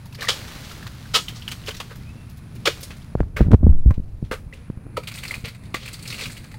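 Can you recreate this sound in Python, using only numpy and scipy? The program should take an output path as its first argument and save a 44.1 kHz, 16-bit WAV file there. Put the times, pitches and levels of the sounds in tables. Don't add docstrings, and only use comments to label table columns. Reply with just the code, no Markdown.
import sys
import numpy as np
from scipy import signal
from scipy.fft import rfft, irfft
from scipy.io import wavfile
from scipy.ndimage import uniform_filter1d

SR = 44100
rng = np.random.default_rng(int(sys.argv[2]) if len(sys.argv) > 2 else 0)


def master_out(mix):
    frames = np.transpose(np.atleast_2d(mix))
    ceiling = np.clip(frames, -1, 1)
    pcm = np.round(ceiling * 32767).astype(np.int16)
    wavfile.write(sys.argv[1], SR, pcm)


def field_ratio(decibels):
    return 10 ** (np.asarray(decibels, dtype=float) / 20)


N = 290235


def evened(x):
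    return x / np.sqrt(np.mean(x ** 2) + 1e-20)


def smoothed_twice(x, size, axis=-1):
    return uniform_filter1d(uniform_filter1d(x, size=size, axis=axis), size=size, axis=axis)


def read(points, hz):
    f, value = np.transpose(points)
    return np.interp(np.log(hz + 1), np.log(f + 1), value)


def curves(rows):
    s, *columns = np.transpose(rows)
    return [np.interp(np.arange(N) / SR, s, c) for c in columns]


def add(mix, s, sound):
    part = mix[round(s * SR):][:len(sound)]
    part += sound[:len(part)]


def resonate(x, hz, width):
    return signal.lfilter(*signal.iirpeak(hz, hz / width, SR), x)


def resonate_twice(x, hz, width):
    return resonate(resonate(x, hz, width), hz, width)


def band(x, lo_hz, hi_hz):
    sos = signal.butter(2, [lo_hz, min(hi_hz, .45 * SR)], "bandpass", fs=SR, output="sos")
    return signal.sosfilt(sos, x)


def coloured(x, spectrum):
    gain = field_ratio(read(spectrum, np.fft.rfftfreq(len(x), 1 / SR)))
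    return evened(irfft(rfft(x) * gain, len(x)))


def crackle(size, spread_db, share):
    noise, chance, strength = rng.standard_normal(size), rng.random(size), rng.exponential(1, size)
    breaks = (chance < share) * field_ratio(spread_db * np.minimum(strength, 3))
    bursts = signal.lfilter([1], [1, -.97], breaks)
    return evened(noise * (1 + bursts))


def patchy(spectrum, patch_db):
    hz = np.fft.rfftfreq(1024, 1 / SR)
    real, imag, patches = rng.standard_normal((N // 256 + 5, 513, 3)).T
    patches = evened(smoothed_twice(smoothed_each_way(patches), 1))
    level_db = read(spectrum, hz)[:, None] + patch_db * patches
    noise = signal.istft((real + 1j * imag) * field_ratio(level_db), nperseg=1024, noverlap=768)[1]
    return evened(noise[:N])


def smoothed_each_way(patches):
    return uniform_filter1d(uniform_filter1d(patches, size=12, axis=0), size=12, axis=1)


# frequency in Hz, level in dB per Hz.
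AIR_SPECTRUM = [(12, -44), (20, -10.5), (117, 3), (236, -14), (381, -26), (1170, -29), (1550, -29),
                (1990, -32.5), (2640, -31), (3910, -84), (8110, -59), (9870, -70.5), (16400, -63.5)]
AIR_DB = -37
GUST_DB, GUST_SWING_DB = -47, 4.0


def air():
    still = field_ratio(AIR_DB - 3) * patchy(AIR_SPECTRUM, 0.4)
    gusts = evened(smoothed_twice(rng.standard_normal(N), 2500))
    breeze = evened(band(rng.standard_normal(N), 40, 200))
    return still + field_ratio(GUST_DB + GUST_SWING_DB * gusts) * breeze


# frequency in Hz, width in Hz, level in dB.
ENGINE_ORDERS = [(119, 14, -47), (220.6, 48, -53), (51.7, 11, -84.5)]
# frequency in Hz, width in Hz, level in dB.
INSECT_BAND = (9850, 1100, -67.5)


def engine_and_insects():
    out = np.zeros(N)
    for hz, width, db in [*ENGINE_ORDERS, INSECT_BAND]:
        out += field_ratio(db) * evened(resonate_twice(rng.standard_normal(N), hz, width))
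    return out


# frequency in Hz, level in dB per Hz.
LEAF_SPECTRUM = [(180, -34.5), (300, 1), (681, 0), (890, -0.5), (1450, 0.5), (2970, -0.5), (4150, 0.5),
                 (9100, -11.5), (15000, -13), (16400, -12.5)]
# frequency in Hz, level in dB per Hz.
LITTER_SPECTRUM = [(180, -40), (300, -6.5), (567, -4), (875, -14.5), (1260, -8), (1800, -12.5),
                   (2090, -1.5), (3120, -12.5), (4430, -4), (5510, -17), (8800, -11.5), (10100, -17.5),
                   (15000, -20), (16400, -17)]
DOWN_S = 4.9
# time in seconds, level in dB.
RUSTLE_LEVELS = [(0.0, -54.5), (.2, -59), (.33, -37), (.45, -41), (.71, -41.5), (.9, -48), (1.74, -47),
                 (2.35, -59.5), (2.6, -56), (2.78, -45), (3.48, -74), (4.31, -64.5), (4.89, -68.5),
                 (5.31, -41), (5.55, -61.5), (5.8, -55.5), (6.21, -41.5), (6.58, -58.5)]
FIZZ_DB, FIZZ_LOSS_PER_DB, DRY_FIZZ_DB = -18.5, 1.03, -6


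def rustle():
    level_db, = curves(RUSTLE_LEVELS)
    grains = crackle(N, 2.5, 0.0015)
    down = np.clip((np.arange(N) / SR - DOWN_S) * 10, 0, 1)
    body = (1 - down) * coloured(grains, LEAF_SPECTRUM) + down * coloured(grains, LITTER_SPECTRUM)
    body = body + field_ratio(-12 + 5 * down) * ticks(260, 1200, 9000, 4.)
    fizz_db = FIZZ_DB - FIZZ_LOSS_PER_DB * (level_db + 56.0) + DRY_FIZZ_DB * down
    fizz = evened(band(crackle(N, 2., .002), 6000, 14000))
    return field_ratio(level_db - 1) * (body + field_ratio(fizz_db) * fizz)


def ticks(per_s, lo_hz, hi_hz, spread_db):
    t, out = np.arange(300) / SR, np.zeros(N)
    for hz in np.geomspace(lo_hz, hi_hz, num=12):
        at, strength = rng.random(N) < per_s / 12 / SR, rng.exponential(1, N)
        hits = at * field_ratio(spread_db * np.minimum(strength, 3))
        tick = np.sin(2 * np.pi * hz * t) * t * hz * np.exp(-t * hz / 0.67)
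        out += signal.oaconvolve(hits, tick)[:N]
    return evened(out)


# start in seconds, peak in dB, ring in Hz.
TIP_FLICKS = [(0.055, -48, 13000), (.126, -52, 12240), (0.207, -31, 4070), (1.661, -35.5, 5130),
              (1.956, -46, 14000), (2.296, -48.5, 13000), (2.369, -50, 12000), (2.55, -48, 14000),
              (2.806, -38, 13000), (2.965, -50.5, 9000), (2.83, -31.5, 9380), (3.366, -41.5, 13000),
              (4.318, -37.5, 8700), (4.335, -45, 11000), (4.535, -50, 8900), (5.155, -36.5, 8200),
              (5.929, -35, 8500), (6.024, -36.5, 8600), (6.075, -35, 8500), (6.316, -36.5, 7870),
              (6.544, -64, 8200)]
# start in seconds, peak in dB, ring in Hz, splinter hiss in dB.
LEAFLET_SNAPS = [(.0568, -39, 937, -11), (0.124, -40, 2630, -4), (.1472, -25.5, 4720, -13.5),
                 (0.478, -32, 3670, -8), (.712, -31.5, 1400, -5), (.827, -26.5, 1720, -14),
                 (0.864, -32, 1110, -14), (.866, -29, 1700, -8.5), (0.869, -30, 3450, -12),
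                 (0.9447, -42, 1310, -8), (1.0558, -33, 1580, -12.5), (1.283, -14, 3100, -15),
                 (1.422, -24, 3100, -17), (1.4788, -11, 3030, -17.5), (1.5152, -18.5, 2980, -9),
                 (1.6384, -31, 2920, -35), (1.6733, -20, 2940, -11), (1.688, -37.5, 1530, 7.5),
                 (1.708, -20, 3060, -15), (1.7444, -28, 3900, -8), (1.765, -38, 5540, 1),
                 (1.921, -38, 1230, -17), (1.9576, -40, 1820, -14), (2.3027, -57, 960, 2.5),
                 (2.559, -44.5, 2640, -4), (3.018, -40, 3180, -10.5)]
# start in seconds, peak in dB, ring in Hz, splinter hiss in dB.
RIB_CREAKS = [(.129, -47, 950, -20), (0.22, -20, 1770, -11), (.226, -23, 1600, -6), (0.248, -21, 2010, -10),
              (0.24, -23.5, 1184, -22), (0.272, -17, 1876, -25), (0.23, -24, 2300, -19),
              (1.801, -22, 1100, -7), (3.368, -16.5, 2210, -30), (4.526, -28.5, 2000, -26),
              (4.968, -16, 1290, -14), (5.309, -12.5, 2080, -19.5), (5.457, -29, 2140, -17),
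              (5.748, -17, 2060, -21), (6.54, -36, 2000, -4), (5.7425, -20, 1150, -8),
              (4.972, -21.5, 960, -35), (6.54, -36.5, 870, -17), (4.535, -30, 2600, -20)]
# start in seconds, peak in dB, ring in Hz.
DRY_CRACKS = [(5.032, -36, 2240), (5.0729, -17.5, 3200), (5.0788, -25, 2400), (5.1146, -23.5, 2340),
              (5.14, -24, 5250), (5.1756, -26, 2480), (5.185, -21.5, 3600), (5.231, -24, 2110),
              (5.2515, -18.5, 2380), (5.2802, -18, 4600), (5.341, -12, 2400), (5.484, -28, 3880),
              (5.0718, -32, 4700), (5.082, -22, 3040), (5.2356, -20, 2790), (5.4538, -20.5, 2650),
              (5.478, -31, 2300), (5.5466, -44, 2510), (5.635, -50, 1980), (5.653, -54, 3750),
              (5.93, -35, 4200), (6.514, -43, 2500), (5.1502, -27, 2430), (5.859, -23, 2500),
              (5.8788, -18, 2580), (5.9404, -23.5, 4440), (5.9914, -36, 4700), (6.0548, -24.5, 2660),
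              (6.0765, -19, 5030), (6.1028, -16, 4530), (6.1264, -15.5, 2630), (6.144, -20, 2720),
              (6.1807, -23, 2850), (6.192, -18, 2400), (6.21, -15.5, 2550), (6.237, -15.5, 3780),
              (6.257, -16.5, 2560), (6.298, -29, 1748), (6.368, -25.5, 2720), (6.44, -36, 1760)]
TIP_T60_S, SNAP_T60_S, CREAK_T60_S, CRACK_T60_S = 0.071, 0.055, 0.049, 0.059
TIP_HISS_DB = -1.5
CRACK_HISS_DB, HISS_LOSS_PER_DB = -11, .5


def ribs():
    thin, thick, brittle = 26, 48, 17
    middling_db = -25
    out = np.zeros(N)

    def play(s, *rib):
        add(out, s, snap(LEAF_SPECTRUM if s < DOWN_S else LITTER_SPECTRUM, *rib))

    for s, db, hz, hiss_db in LEAFLET_SNAPS:
        play(s, thin, db, hz, hiss_db, SNAP_T60_S)
    for s, db, hz, hiss_db in RIB_CREAKS:
        play(s, thick, db, hz, hiss_db, CREAK_T60_S)
    for s, db, hz in TIP_FLICKS:
        play(s, thin, db, hz, TIP_HISS_DB, TIP_T60_S)
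    for s, db, hz in DRY_CRACKS:
        hiss_db = CRACK_HISS_DB - HISS_LOSS_PER_DB * (db - middling_db)
        play(s, brittle, db, hz, hiss_db, CRACK_T60_S)
    return out


def snap(spectrum, cycles, db, hz, hiss_db, t60):
    t = np.arange(SR // 6) / SR
    turns = t * hz / cycles
    ring = np.sin(2 * np.pi * hz * t) * np.minimum(turns * 14, 1) * field_ratio(-60 * turns)
    grains = crackle(len(t), 1., .004)
    wide = coloured(band(grains, hz / 3, 23000), spectrum)
    crack = field_ratio(-24.5 - 60 * t / 0.0031) * wide
    splinters = wide + field_ratio(-4.5) * evened(resonate(grains, hz, hz / 4))
    fade = field_ratio(hiss_db - 2 - 60 * (t / t60) ** 1.3) * np.minimum(t / 0.003, 1)
    return field_ratio(db) * (ring + crack + fade * splinters)


# start in seconds, peak in dB, rise in seconds,
# t60 in seconds, centre in Hz.
STALK_BUMPS = [(3.906, -32, 0.0019, 0.052, 910), (.175, -38.5, 0.015, 0.94, 1830),
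               (1.675, -25.5, 0.01, 0.083, 2700), (1.893, -37, 0.025, 0.078, 1300),
               (2.668, -7.5, 0.0092, 0.027, 1930), (2.825, -41, 0.0044, 0.067, 5320),
               (3.172, -46.5, 0.018, 0.085, 1210), (3.363, -25.5, 0.0033, 0.22, 1370),
               (4.311, -23, 0.0039, 0.14, 1250), (4.326, -34, 0.013, 0.064, 2380),
               (4.525, -49.5, 0.0036, 0.64, 2170), (4.964, -30.5, 0.011, 0.094, 2320)]
# start in seconds, peak in dB, rise in seconds, t60 in seconds, centre in Hz.
BLADE_CHOPS = [(.207, -33.5, 0.016, 0.33, 3850), (1.8, -24, 0.0022, 0.065, 2760),
               (3.514, -27, 0.0022, 0.042, 1310), (.282, -12, 0.0073, 0.12, 3100),
               (1.135, -9, 0.025, 0.09, 3100), (1.345, -37, .022, .1, 4000), (1.503, -38, .015, .15, 6000),
               (2.653, -15.5, 0.0048, 0.17, 2940), (2.904, -32.5, 0.0018, 0.091, 2000),
               (3.203, -36.5, 0.00089, 0.038, 1520), (3.938, -47.5, 0.0038, 0.1, 2540),
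               (5.44, -31, 0.01, 0.22, 2310), (5.7405, -20, 0.0038, 0.057, 1870),
               (5.754, -30, .004, 0.049, 3770), (5.765, -32, .003, 0.083, 2460),
               (.552, -40.5, 0.011, .1, 1900), (.637, -38.5, 0.012, .08, 3550), (.69, -40, .01, .08, 2672),
               (4.235, -51.5, 0.017, .15, 2560), (5.77, -38, 0.059, 0.5, 3000),
               (6.049, -37, 0.07, 0.76, 3970), (6.171, -30.5, 0.064, 0.18, 3800)]
# start
# in seconds, peak in dB, rise in seconds, t60 in seconds, centre in Hz.
THUMPS = [
    (3.51, -39.5, 0.018, .03, 1000),
    (2.677, -32, 0.0058, 0.035, 890),
    (4.973, -41, 0.0058, 0.044, 670),
]
BUMP_STALK_DB, CHOP_STALK_DB, THUMP_STALK_DB = 3.5, -15, 24
# frequency in Hz, level in dB per Hz.
FIBRE_SPECTRUM = [(150, -52), (330, -11.5), (512, -8.5), (961, -7), (1270, -4), (1680, -8), (3390, -7.5),
                  (10000, -7.5), (14700, -22), (16400, -26)]


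def blows():
    out = np.zeros(N)
    for table, stalk_db in ((BLADE_CHOPS, CHOP_STALK_DB), (STALK_BUMPS, BUMP_STALK_DB),
                            (THUMPS, THUMP_STALK_DB)):
        for s, *row in table:
            add(out, s, chop(FIBRE_SPECTRUM if s < DOWN_S else LITTER_SPECTRUM, *row, stalk_db))
    return out


# frequency in Hz, width in Hz, level in dB.
STEEL_RINGS = [(1290, 45, -8), (3010, 40, -8), (3320, 40, -12), (5120, 45, -14)]
# frequency in Hz, width in Hz.
STALK_RING = (495, 167)


def chop(spectrum, db, rise, t60, hz, stalk_db):
    t = np.arange(SR // 2) / SR
    fibres = crackle(len(t), .5, .004)
    wide = coloured(fibres, spectrum)
    dull = band(wide, 96, hz * 1.47) + field_ratio(-19.0) * wide
    spray = field_ratio(-17) * evened(band(fibres, 9700, 22000))
    tear = evened(dull) + spray + field_ratio(1.5) * evened(resonate(fibres, hz, hz / 2))
    rings = sum(field_ratio(d) * evened(resonate(fibres, f, w)) for f, w, d in STEEL_RINGS)
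    steel = field_ratio(min(2.6 * (db + 8.5), 0)) * rings
    stalk = field_ratio(stalk_db) * evened(resonate_twice(fibres, *STALK_RING))
    swell = np.clip(t / max(rise, .001), 0, 1)
    fade = field_ratio(-60 * np.maximum(t - rise, 0) / t60)
    return field_ratio(db - 8.0) * fade * ((tear + steel) * swell ** 1.05 + stalk * swell ** 4)


# frequency in Hz, t60 in seconds.
GROVE_DECAY = [(250, 0.13), (1000, 0.13), (4000, 0.21), (12000, 0.35)]


def grove(x):
    taps = np.zeros(SR // 2)
    at = np.arange(300, len(taps) - 20, 20)
    taps[at + rng.integers(0, 20, len(at))] = rng.choice([-1., 1.], len(at))
    hz, t, z = signal.stft(taps, SR, nperseg=256)
    tail = signal.istft(z * field_ratio(-60 * t / read(GROVE_DECAY, hz)[:, None]), SR, nperseg=256)[1]
    return signal.fftconvolve(x, tail / np.linalg.norm(tail))[:N]


# time in seconds, pitch in Hz, level in dB.
BIRD_CALL = [
    (2.0, 1900, -62),
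    (2.03, 2050, -62),
    (2.05, 2370, -60),
    (2.09, 2480, -54),
    (2.115, 2640, -53),
    (2.15, 2660, -62),
    (2.2, 2700, -55),
    (2.26, 2700, -62),
    (2.33, 2640, -68),
]
WOBBLE_HZ = 90


def bird():
    hz, db = curves(BIRD_CALL)
    t = np.arange(N) / SR
    waver = 1 + .45 * evened(uniform_filter1d(rng.standard_normal(N), size=500))
    whistle = np.sin(2 * np.pi * np.cumsum(hz + WOBBLE_HZ * (waver - 1)) / SR)
    calling = (t > BIRD_CALL[0][0]) * (t < BIRD_CALL[-1][0])
    return field_ratio(db) * waver * whistle * calling


# time in seconds, rumble in dB.
GRIP_RUMBLE = [
    (3.1, -46),
    (3.22, -26),
    (3.33, -35),
    (3.46, -18),
    (3.56, -34),
    (3.67, -19.5),
    (3.82, -32),
    (4.49, -38),
    (5.0, -50),
]
# start in seconds, level in dB, ring in Hz, tick in dB.
FINGER_PRESSES = [(3.1536, -8, 111, -19), (3.199, -12, 30, -38), (3.204, -4.5, 310, -3),
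                  (3.207, -16, 150, -30), (3.2295, -28.5, 150, 6), (3.4052, -11, 150, -30),
                  (3.407, 1, 270, -11), (3.4098, -20, 120, -33), (3.419, -14, 100, -33),
                  (3.4235, -1.5, 85, -40), (3.4665, -9, 120, -34), (3.484, -5, 130, -33),
                  (3.4985, -20.5, 220, -35), (3.5075, -7, 150, -19), (3.511, -8, 200, -28),
                  (3.519, -11.5, 90, -16), (3.522, -8.5, 170, -27), (3.525, -5.5, 190, -31),
                  (3.5298, -11, 130, -24), (3.533, 10.5, 140, -27), (3.5393, 0.5, 202, -26),
                  (3.5418, 10, 126, -10), (3.6085, -13, 70, -23), (3.6302, -8, 200, -40),
                  (3.636, -8.5, 70, -20), (3.649, -2.5, 62, -45.5), (3.6625, -10, 120, -38.5),
                  (3.6672, 3.5, 170, -38), (3.675, 1, 70, -43), (3.725, -16.5, 110, -12.5),
                  (3.864, -5, 40, -43), (3.881, -1, 38, -35), (3.8965, -1, 45, -35), (3.9085, -1, 85, -16),
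                  (4.3135, -15, 234, -34), (4.7, -11.5, 159, -13.5), (4.772, -18.5, 96, -14),
                  (4.866, -25.5, 223, -8.5), (5.379, -19.5, 105.4, -27)]
# start in seconds, level in dB, ring in Hz, tick in dB.
FINGER_RELEASES = [(3.1525, -4.5, 403, -48), (3.176, -22, 90, -12), (3.2115, -14, 170, -30),
                   (3.4, -22, 300, -38), (3.4035, -14, 250, -30), (3.412, -1, 70, -9),
                   (3.4145, -4, 260, -30), (3.479, -11, 70, -40), (3.513, -12, 76, -30),
                   (3.5165, -7.5, 150, -1), (3.545, 6, 72, -35), (3.527, -6, 150, -37),
                   (3.6702, -4.5, 139, -24), (3.586, -25.5, 38.2, -43.5), (3.6325, -7, 200, -28),
                   (3.6425, 1, 70, -45), (3.6915, 3, 49.7, -45), (3.708, -6.5, 65, -45),
                   (3.748, -15, 90, -41), (3.855, -12, 50, -50), (3.8595, 1.2, 85, -52),
                   (3.892, -10, 90, -45), (3.974, -19, 55, -50), (3.979, -9, 120, -50),
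                   (3.993, -17, 55, -50), (3.998, -13, 110, -50), (4.2262, -9, 130, -38),
                   (4.239, -15.5, 80, -44), (5.438, -16.5, 101, -39), (5.744, -13, 300, -20)]
# start in seconds, level in dB, swing in Hz, t60 in seconds,
# push 1 or pull -1.
HAND_LURCHES = [
    (3.209, -4, 47, 0.033, -1),
    (3.704, -1.5, 17, 0.068, -1),
    (3.717, -6, 10.1, .7, 1),
    (3.8734, 1, 48, 0.042, -1),
]
LURCH_TICK_DB = -41
CASING_T60_S, CASING_LAW = 0.027, 1
CASING_HZ = 1600
SCRAPE_DB, SCRAPE_PER_DB = -64, 0.5


def handling():
    rumble_db, = curves(GRIP_RUMBLE)
    scrape_db = SCRAPE_DB + SCRAPE_PER_DB * (rumble_db + 33)
    out = field_ratio(rumble_db) * evened(band(rng.standard_normal(N), 24.4, 96.0))
    out += field_ratio(scrape_db) * evened(band(crackle(N, 3., .002), 200, 900))
    out *= (np.arange(N) > GRIP_RUMBLE[0][0] * SR) & (np.arange(N) < GRIP_RUMBLE[-1][0] * SR)
    for table, push in ((FINGER_PRESSES, 1), (FINGER_RELEASES, -1)):
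        for s, db, hz, tick_db in table:
            t60 = CASING_T60_S * (100 / hz) ** CASING_LAW
            add(out, s, knock(db, hz, t60, push, tick_db))
    for s, *row in HAND_LURCHES:
        add(out, s, knock(*row, LURCH_TICK_DB))
    return signal.lfilter(*signal.butter(2, CASING_HZ, fs=SR), out)


def knock(db, hz, t60, push, tick_db):
    t = np.arange(SR // 2) / SR
    onset = (1 - np.exp(-t * hz * 13)) ** 3
    swing = np.sin(2 * np.pi * hz * t) * onset * field_ratio(-60 * t / t60 + 3.5)
    u = np.maximum(t - min(0.255 / hz, .003), 0) / 0.0001
    tick = u ** 3 * np.exp(-u) * (1 - u / 4)
    return np.sign(push) * field_ratio(db) * (swing + field_ratio(tick_db) * tick)


def ducked(x, thuds):
    power_db = 10 * np.log10(abs(uniform_filter1d(thuds ** 2, size=900)) + 1e-12)
    fall = np.arange(N) * 35.0 / SR
    held_db = np.maximum.accumulate(power_db + fall) - fall
    over_db = np.maximum(held_db + 36.0, 0)
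    return x / field_ratio(.5 * uniform_filter1d(over_db, size=300))


def scene():
    work = blows() + ribs()
    work = .7 * np.tanh(work / .7)
    thuds = handling()
    background = air() + engine_and_insects() + bird()
    return (work + field_ratio(-9.5) * grove(work) + rustle() + ducked(background, thuds) + thuds)[None]


def low_pass(x):
    return signal.sosfilt(signal.butter(12, 16500, fs=SR, output="sos"), x)


def record(dry):
    image = field_ratio(-57) * np.cos(2 * np.pi * np.arange(N) / 5)
    overloaded = np.clip(dry * (1 + image), -.98, .98)
    edge = signal.firwin(1201, 15850, window=("kaiser", 7), fs=SR)[None]
    return low_pass(signal.oaconvolve(overloaded, edge, "same"))


dry = scene()
out = record(dry)
master_out(out)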